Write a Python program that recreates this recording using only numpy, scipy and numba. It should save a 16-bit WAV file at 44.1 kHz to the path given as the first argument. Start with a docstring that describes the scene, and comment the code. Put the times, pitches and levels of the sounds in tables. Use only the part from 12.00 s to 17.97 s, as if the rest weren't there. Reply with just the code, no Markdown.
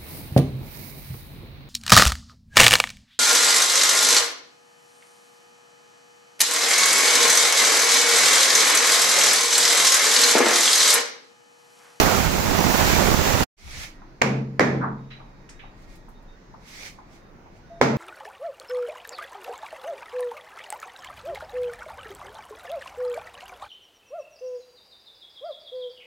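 """In a room under repair, an angle grinder scours floor tiles close to a phone, its fan blowing on the microphone.
After a cut the room is bare: a tile is knocked down hard, a hand wipes grit over it, someone hammers far away.
Grinder, grit and air are coloured noise whose bands swell and flicker, with sines for shaft, gears and squeal.
Blows are short noise bursts that leave a dying echo; the tile and the room's standing waves ring as sines.
The phone's gain control squeezes the loud knocks so that their tails hang on."""
import sys
import numpy as np
from scipy import signal
from scipy.fft import rfft, irfft, next_fast_len
from scipy.io import wavfile
from scipy.ndimage import uniform_filter1d
from numba import njit

SR = 44100
rng = np.random.default_rng(int(sys.argv[2]) if len(sys.argv) > 2 else 0)


def master(y):
    """Save y as 16-bit WAV."""
    cut = np.clip(np.atleast_2d(y).T, -1, 1)
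    pcm = np.round(cut * 32767)  # scale
    wavfile.write(sys.argv[1], SR, pcm.astype(np.int16))


N = 263277
T = np.arange(N) / SR
CUT_S, BACK_S, FADE_S = 1.436, 1.567, 0.026  # grinder starts to fade, room begins, length of its fade-in

# Frequency axes in octaves (log2 of Hz): whole sound, short moving frames, single blows
M = 2 * next_fast_len(N // 2 + SR // 8)
LOGF = np.log2(np.maximum(np.arange(M // 2 + 1) * SR / M, 1))
FRAME, HOP = 1024, 256  # samples
FRAME_LOGF = np.log2(np.maximum(np.arange(FRAME // 2 + 1) * SR / FRAME, 1))[:, None]
FRAME_S = np.arange(N // HOP + 2) * HOP / SR
SHORT = 16384  # samples
SHORT_LOGF = np.log2(np.maximum(np.arange(SHORT // 2 + 1) * SR / SHORT, 1))
LEAD_S = SHORT / SR / 8  # empty time before the contact in each blow
CONTACT_S = np.maximum(np.arange(SHORT) / SR - LEAD_S, 0)  # time since the contact


def undb(db):
    """Turn decibels into a plain gain."""
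    return 10 ** (np.asarray(db) / 20)


def level(x, db):
    """Multiply by the wanted level and divide by the sound's own average level."""
    return x * undb(db) / np.sqrt(np.mean(x ** 2))


def on_log(table, logf=LOGF):
    """Read a (pitch_hz, value) table on a log-frequency axis."""
    hz, value = np.transpose(table)
    return np.interp(logf, np.log2(hz), value)


def shape(x, gain):
    """Filter a sound with one gain per frequency."""
    return irfft(rfft(x, M) * gain, M)[..., :N]


def curves(table, t=T):
    """Read the columns of a table as curves over time."""
    s, *columns = np.transpose(table)
    return [np.interp(t, s, column) for column in columns]


def window(start, end, edge):
    """Rise from 0 to 1 after the start and fall back before the end."""
    return np.clip(np.minimum(T - start, end - T) / edge, 0, 1)


def add(out, s, x):
    """Mix a sound in at s seconds."""
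    i = int(s * SR)
    out[..., i:i + x.shape[-1]] += x[..., :N - i]


def walk(rate, count=1):
    """Random levels held about 1 / rate s and smoothed, one value a frame; spread near 1."""
    k = max(int(SR / HOP / rate), 1)
    frames = len(FRAME_S)
    held = np.repeat(rng.standard_normal((count, frames)), k, axis=1)[:, :frames]
    return 2.13 * uniform_filter1d(uniform_filter1d(held, k), k)


def wobble(rate, count=2 * SR):
    """A random walk with one value a sample."""
    return np.interp(T[:count], FRAME_S, walk(rate)[0])


def stereo_noise(alike):
    """Spectra of two noises; alike says how much they share at each frequency."""
    a, b, c, d = rng.standard_normal((4, len(alike))) * np.sqrt(len(alike) / 2)
    mid = (a + 1j * b) * np.sqrt(1 + alike)
    side = (c + 1j * d) * np.sqrt(1 - alike)
    return np.array([mid + side, mid - side])


def bands(spectrum, gain):
    """Play a noise spectrum through a gain that moves over frequency and time."""
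    noise = irfft(spectrum, M)[:, :N]
    z = signal.stft(noise, nperseg=FRAME, noverlap=FRAME - HOP)[2]
    moved = z * gain[:, :z.shape[-1]]
    return signal.istft(moved, nperseg=FRAME, noverlap=FRAME - HOP)[1][:, :N]


def restless(spectrum, swell_db, flicker_db, rate, extra_db=0):
    """Noise whose third-octave bands swell together and flicker alone."""
    band = (3 * FRAME_LOGF[:, 0]).astype(int)
    swell = swell_db * walk(3.6)
    flicker = flicker_db * walk(rate, count=band[-1] + 1)[band]
    return bands(spectrum, undb(swell + flicker + extra_db))


def panned(table):
    """Left and right gains from a left-minus-right table."""
    half_db = on_log(table) / 2
    return undb([half_db, -half_db])


def room_alike(logf=LOGF, alike_hz=506):
    """Slow waves press nearly alike on both microphone ports; quick ones differ."""
    return .96 / (1 + (2 ** logf / alike_hz) ** 4)


# How the bare room leans to one side: pitch_hz, left_minus_right_db
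ROOM_BALANCE = [(60, 3), (110, 1), (200, 1), (380, -3), (700, 0), (1290, -1), (2380, -6.5), (4400, -0.5),
                (8120, 0.5), (15000, -1)]
# Tone colour of the room air: pitch_hz, level_db (per Hz, relative)
AIR_COLOUR = [(20, -17), (40, -7), (65, -10), (125, -6.5), (220, -8), (500, -15), (1000, -18),
              (2100, -24.5), (3100, -35), (4000, -33), (6500, -36), (8000, -50.5), (12000, -52.5),
              (15800, -50)]
# Puffs of air over the ports: centre_s, half_length_s, level_db
AIR_GUSTS = [(1.663, 0.038, -40), (1.788, .06, -42)]
# Rumble from the street: time_s, level_db
STREET_RUMBLE = [(1.57, -49.5), (1.8, -47), (2.3, -55), (3.6, -51.5), (3.8, -46.5), (4.6, -55),
                 (4.85, -57.5), (5.15, -56), (5.97, -54)]


def background():
    """Quiet room air, low street rumble and gusts on the ports, all made of filtered noise."""
    air = stereo_noise(room_alike()) * undb(on_log(AIR_COLOUR)) * panned(ROOM_BALANCE)
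    air = restless(air, swell_db=.3, flicker_db=.8, rate=8)
    gust = stereo_noise(0 * LOGF + 0.25) * np.exp(-((LOGF - np.log2(60)) / 1.12) ** 2)
    puffs = sum(undb(db) * np.exp(-((T - s) / half) ** 2) for s, half, db in AIR_GUSTS)
    gust = level(irfft(gust, M)[:, :N], 0) * puffs
    rumble = stereo_noise(0 * LOGF + 0.73) * np.exp(-((LOGF - np.log2(26)) / 0.62) ** 2)
    rumble = level(irfft(rumble, M)[:, :N], 0) * undb(curves(STREET_RUMBLE)[0])
    return level(air, -52) + gust + rumble


# Far horn and beeps, and swells of a thin whistle: start_s, end_s, pitch_hz, level_db (before it wavers)
FAR_TONES = [(1.904, 2.1, 1880, -67), (2.972, 3.115, 3750, -71), (3.152, 3.5, 3760, -77),
             (3.3, 4.4, 1880, -71), (3.542, 3.72, 3760, -66), (4.14, 4.207, 3700, -63),
             (4.272, 4.366, 3690, -63.5), (4.32, 4.38, 1480, -62), (5.198, 5.32, 3700, -71.5),
             (5.627, 5.681, 1470, -60), (5.658, 5.835, 3700, -72), (5.697, 5.813, 677, -43)]


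def far_tones():
    """Short far sines with soft edges, wavering in level."""
    out = np.zeros(N)
    for start, end, hz, db in FAR_TONES:
        t = T[:int((end - start) * SR)]
        edge = np.clip(np.minimum(t, t[-1] - t) / 0.02, 0, 1)
        waver = undb(db + 1.6 * wobble(25, count=len(t)))
        add(out, start, waver * edge * np.sin(2 * np.pi * hz * t))
    return out


# Strokes of the hand over grit: land_s, lift_s, level_db (of the bright part, at the lift)
HAND_WIPES = [(1.58, 1.842, -38.5), (3.79, 3.842, -63), (3.9, 3.95, -59), (4.686, 4.871, -41),
              (5.136, 5.162, -58), (5.567, 5.575, -65)]
# Tone colour of the grit: pitch_hz, level_db (per Hz, relative)
GRIT_COLOUR = [(350, -20), (600, -14), (879, -13), (1080, -18.5), (1220, -12), (1600, -13.5), (2140, 1),
               (2850, -8.5), (3170, -6.5), (6030, -6.5), (8370, -16), (14600, -23.5), (15700, -24)]
LAND_DB_PER_S, PRESS_DB_PER_S, LIFT_DB_PER_S = 200, 46.5, 235
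DULL_DB, DULL_PER_DB = -9, 0.1  # dull against bright part at a -43 dB wipe; its growth per dB of wipe
WIPE_PAN_DB = -1  # left minus right


def wipes():
    """Dry grit friction: the hand lands, presses ever harder, lifts; the dull part grows with pressure."""
    grit = stereo_noise(room_alike()) * undb(on_log(GRIT_COLOUR)) * panned(ROOM_BALANCE)
    grit = restless(grit, swell_db=.3, flicker_db=.8, rate=30)
    dull = shape(grit, LOGF < np.log2(1800))
    bright = grit - dull
    strokes = []
    for land, lift, top_db in HAND_WIPES:
        press = PRESS_DB_PER_S * np.maximum(lift - T, 0)
        landing = LAND_DB_PER_S * np.maximum(land - T, 0)
        lifting = LIFT_DB_PER_S * np.maximum(T - lift, 0)
        strokes.append(top_db - press - landing - lifting)
    wipe_db = np.max(strokes, axis=0)
    dull_db = DULL_DB + DULL_PER_DB * (wipe_db + 43)
    side_db = np.array([[WIPE_PAN_DB], [-WIPE_PAN_DB]]) / 2
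    return undb(wipe_db + side_db) * (level(bright, 0) + undb(dull_db) * level(dull, 0))


# Time the room's echo takes to die by 60 dB: pitch_hz, decay_s
ECHO_DECAY = [(60, 1), (200, 0.83), (500, 0.55), (1500, 0.38), (4000, 0.38), (12000, 0.26)]


def burst(blow, colour, s, db, wet_db):
    """One blow: its direct noise, thin in the bass, and the power of the echo dying band by band."""
    gain = colour(SHORT_LOGF)
    size = undb(db) / np.sqrt(np.mean(gain ** 2))
    crack = irfft(stereo_noise(room_alike(SHORT_LOGF))) * blow
    direct = irfft(rfft(crack) * gain / (1 + (380 / 2 ** SHORT_LOGF) ** 4))
    age = FRAME_S - s - .008  # the echo starts 8 ms after the blow
    decay = 1000 ** (-np.abs(age) / on_log(ECHO_DECAY, FRAME_LOGF))
    tail = colour(FRAME_LOGF) * decay * (age > 0)
    return size * direct, (size * undb(wet_db) * tail) ** 2


def small_blows(rows):
    """Noise bursts around one pitch that rise fast and die away."""
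    out, tails = np.zeros((2, N)), 0
    for s, db, hz, octaves, length, wet_db in rows:
        rise = 0.054 * length
        blow = np.exp(-CONTACT_S / length) * (1 - np.exp(-CONTACT_S / rise))
        colour = lambda f: np.exp(-((f - np.log2(hz)) / octaves) ** 2)
        direct, tail = burst(blow, colour, s, db, wet_db)
        add(out, s - LEAD_S, direct)
        tails = tails + tail
    return out, tails


# Far hammer blows: start_s, level_db (before the bass is thinned)
HAMMER_BLOWS = [(1.675, -47), (2.018, -43), (3.201, -40), (3.637, -41), (4.081, -45.5), (4.54, -42.5),
                (4.986, -40.5), (5.458, -47)]
HAMMER_HZ, HAMMER_OCTAVES, HAMMER_S, HAMMER_ECHO_DB = 895, 0.58, .011, -12.5


def far_hammer():
    """Dull far blows, all of one pitch and length."""
    return small_blows([(s, db, HAMMER_HZ, HAMMER_OCTAVES, HAMMER_S, HAMMER_ECHO_DB) for s, db in HAMMER_BLOWS])


# Clacks, scuffs and ticks of tools and grit: start_s, level_db (before the bass is thinned),
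# pitch_hz, width_octaves, length_s (dying time), echo_db (against the blow)
SMALL_CLACKS = [(2.809, -29.5, 1284, 0.46, 0.046, -9.5), (2.828, -26, 1030, 0.62, .03, -2.5),
                (3.102, -48, 1990, 0.97, 0.071, -1), (3.105, -53.5, 3935, 0.03, 0.045, 2),
                (3.49, -46, 1800, 0.83, 0.0052, -8.5), (3.492, -47.5, 5860, .64, .024, -12),
                (3.591, -50.5, 2200, 0.68, 0.017, 3.5), (3.82, -69, 7000, 1.5, .01, -11),
                (3.955, -58, 10000, 1.1, .012, -15), (4.088, -61, 11000, 1.1, 0.0099, -9),
                (4.225, -70, 11000, 1.1, .01, -15)]


def clacks():
    """Small contacts, each with its own pitch, width and length."""
    return small_blows(SMALL_CLACKS)


def ring(modes, length):
    """Sum of dying sines."""
    t = np.arange(int(length * SR)) / SR
    return sum(undb(db) * np.sin(2 * np.pi * hz * t) * 1000 ** (-t / t60) for hz, db, t60 in modes)


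# Mallet on tile, each blow on another spot that favours another band: start_s, level_db (before the bass
# is thinned), bounce_delay_s, bounce_db (against the first contact), echo_db (against the blow),
# standing_waves_db, brightness_db_per_octave, favoured_hz, favoured_db
MALLET_KNOCKS = [(2.2169, -6.5, 0.0033, 5, -9, -10.5, 1.34, 2560, 5),
                 (2.5952, -3, 0.0033, -19, -6, -9, 0.25, 1850, 6),
                 (5.8138, 1, 0.0036, -19, -10.5, -10, 0.8, 840, 2.5)]
# Tone colour of a knock: pitch_hz, level_db (per Hz, relative)
MALLET_COLOUR = [(35, -40), (60, -25), (240, 0), (335, -9.5), (420, -5), (700, -10.5), (1300, -14),
                 (2300, -18), (2900, -29), (6000, -30), (7400, -36.5), (8200, -46), (14000, -54.5),
                 (15500, -54)]
# Ringing of the tile: pitch_hz, level_db (relative), decay_s (to fall 60 dB)
TILE_RING = [(512, 1.5, 0.09), (568, -3.5, 0.09), (705, -6.5, 0.036), (990, -5, 0.1), (1785, -3.5, 0.02),
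             (2210, -12, 0.056)]
# Standing waves of the room: pitch_hz, level_db (relative, before the build-up), decay_s (to fall 60 dB)
STANDING_WAVES = [(133.7, -5, 1), (139.8, -13.5, 0.65), (204.8, -8.5, 0.8), (223.6, -11, 0.874),
                  (263.6, 3.5, 0.15), (365, -20, 0.4), (452, -17.5, 0.89)]
BLOW_S, BOUNCE_S = .0022, .0026  # dying times of the mallet's contact and bounce
BUILD_S = .045  # standing waves build up
SPOT_OCTAVES = .3  # reach of the favoured band


def knocks():
    """Mallet cracks with a bounce, ringing tile and slowly building standing waves."""
    standing = ring(STANDING_WAVES, 1) * (1 - np.exp(-T[:SR] / BUILD_S))
    out, tails = np.zeros((2, N)), 0
    for s, db, lag, bounce_db, wet_db, boom_db, tilt_db, spot_hz, spot_db in MALLET_KNOCKS:
        def colour(f):
            """Knock colour tilted around 1024 Hz and lifted at the favoured band."""
            spot = spot_db * np.exp(-((f - np.log2(spot_hz)) / SPOT_OCTAVES) ** 2)
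            return undb(on_log(MALLET_COLOUR, f) + tilt_db * (f - 10) + spot)

        hit = np.exp(-CONTACT_S / BLOW_S) * (CONTACT_S > 0)
        bounce = np.exp(-np.abs(CONTACT_S - lag) / BOUNCE_S) * (CONTACT_S > lag)
        direct, tail = burst(hit + undb(bounce_db) * bounce, colour, s, db, wet_db)
        add(out, s - LEAD_S, direct)
        add(out, s, undb(db - 13.5) * ring(TILE_RING, 0.28))
        add(out, s, undb(boom_db) * standing)
        tails = tails + tail
    return out, tails


def room(direct, tails):
    """Direct sounds plus the dense noise echo that the blows leave."""
    echo = bands(stereo_noise(room_alike()), np.sqrt(tails))
    return shape(direct + echo, panned(ROOM_BALANCE))


# Tone colour of the scouring: pitch_hz, level_db (per Hz, relative)
SCOUR_COLOUR = [(12, -40.5), (24, -2), (62, -0.5), (107, 0), (220, -6), (454, -10), (863, -7.5),
                (2350, -13), (3110, -16), (5910, -16), (7390, -17), (8980, -30.5), (10000, -23.5),
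                (12500, -33), (15700, -28.5)]
# How the scouring leans to one side: pitch_hz, left_minus_right_db
SCOUR_BALANCE = [(60, -14.5), (110, -6), (200, -20), (380, -17), (700, -14), (1290, -8), (2380, -8.5),
                 (4400, -2), (8120, -3), (15000, -8.5)]
# Ringing of the disc, added to the colour: pitch_hz, width_hz, boost_db
DISC_RING = [(6420, 290, 1), (9600, 540, 2.5), (11600, 200, 9.5), (13100, 230, 14), (13740, 280, 16.5),
             (15200, 330, 14.5)]
GRIND_DB = -10.5  # level of the roar's first second
SLAP_DB = 3.5  # strength of the quick slaps of air
BODY_DB_PER_S = 1  # the tile's body swells as the disc bears down


def scouring():
    """Disc scraping tile: coloured noise, with fan wind slapping each port on its own."""
    hz = 2 ** LOGF
    ringing = sum(db / (1 + (2 * (hz - f) / width) ** 2) for f, width, db in DISC_RING)
    noise = stereo_noise(0 * hz + 0.021) * undb(on_log(SCOUR_COLOUR) + ringing) * panned(SCOUR_BALANCE)
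    # wind, tile body, scrape and disc hiss come and go on their own
    part = np.searchsorted(np.log2([300, 1500, 8000]), FRAME_LOGF[:, 0])
    moving_db = (np.array([[1.2], [.8], [.2], [.4]]) * walk(9.2, count=4))[part]
    moving_db = moving_db + (part == 1)[:, None] * BODY_DB_PER_S * FRAME_S
    roar = restless(noise, swell_db=1.6, flicker_db=0.33, rate=24, extra_db=moving_db)
    # eddies slap each port in quick uneven pulses, heard mostly low down
    slaps = np.repeat(rng.standard_normal((2, N // 200 + 1)), 200, axis=1)[:, :N]
    slaps = uniform_filter1d(slaps, size=200)
    roar = roar + (undb(SLAP_DB * slaps) - 1) * shape(roar, 1 / (1 + (hz / 1800) ** 2))
    return roar * undb(GRIND_DB) / np.std(roar[:, :SR])


# Shaft and gear tones: multiple (of the shaft speed), level_db (before it wavers)
SHAFT_TONES = [(1, -29), (2, -35.5), (3, -36), (4, -43), (19.4, -43), (20.7, -42), (27, -44.5),
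               (38.4, -43.5)]
SHAFT_HZ = 194.6  # middle speed, in turns a second
# Squeal of the disc's edge: time_s, pitch_hz, level_db (before it wavers)
EDGE_SQUEAL = [(.52, 5840, -36), (.62, 5845, -31), (.78, 5815, -28), (.95, 5765, -30)]


def grinder():
    """Scouring that throbs once a shaft turn, tones locked to the shaft, and a squealing disc edge."""
    turn = 2 * np.pi * np.cumsum(SHAFT_HZ * (1 + 0.0028 * wobble(3.8, count=N))) / SR
    phases = rng.uniform(0, 2 * np.pi, (len(SHAFT_TONES), 2, 1))
    whine = 0
    for (multiple, db), phase in zip(SHAFT_TONES, phases):
        whine = whine + undb(db + 2.66 * wobble(7.8)) * np.sin(multiple * turn[:2 * SR] + phase)
    squeal_hz, squeal_db = curves(EDGE_SQUEAL)
    squeal = undb(squeal_db + 1.5 * wobble(30, count=N)) * np.sin(2 * np.pi * np.cumsum(squeal_hz) / SR)
    squeal = squeal * window(EDGE_SQUEAL[0][0], EDGE_SQUEAL[-1][0], 0.043)
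    out = scouring() * (1 + .06 * np.cos(turn)) + squeal
    add(out, 0, whine)
    return out * (T < BACK_S)


def scene():
    """The grinder first, then the bare room with its knocks, wipes and far sounds."""
    hammer, hammer_tails = far_hammer()
    clack, clack_tails = clacks()
    knock, knock_tails = knocks()
    direct = hammer + clack + knock + far_tones()
    later = room(direct, hammer_tails + clack_tails + knock_tails) + wipes() + background()
    return grinder() + later * (T >= BACK_S)


@njit
def squeeze(loud, top, slope, attack, release):
    """Gain that falls when a follower of the sound's level passes the top."""
    gain, follower = np.empty(len(loud)), 0.
    for i in range(len(loud)):
        follower += (loud[i] - follower) * (attack if loud[i] > follower else release)
        gain[i] = (top / max(follower, top)) ** slope
    return gain


def record(dry):
    """The phone's gain control and rounded peaks, the cut between the two shots, and the missing top."""
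    loud = np.abs(dry).max(axis=0)
    # 6 ms to turn down, 70 ms to recover
    gain = squeeze(loud, float(undb(-19.5)), 0.55, 1 / (0.006 * SR), 1 / (.07 * SR))
    x = np.tanh(1.223 * dry * gain) / 1.047
    fade_out = 1000 ** (-np.maximum(T - CUT_S, 0) / 0.022)
    fade_in = np.clip((T - BACK_S) / FADE_S, 0, 1)
    edit = np.where(T < BACK_S, fade_out, fade_in)
    # almost nothing is left above 15900 Hz
    return shape(x * edit, np.clip((15900 - 2 ** LOGF) / 150, 0, 1) + 1e-4)


dry = scene()
out = record(dry)
master(out)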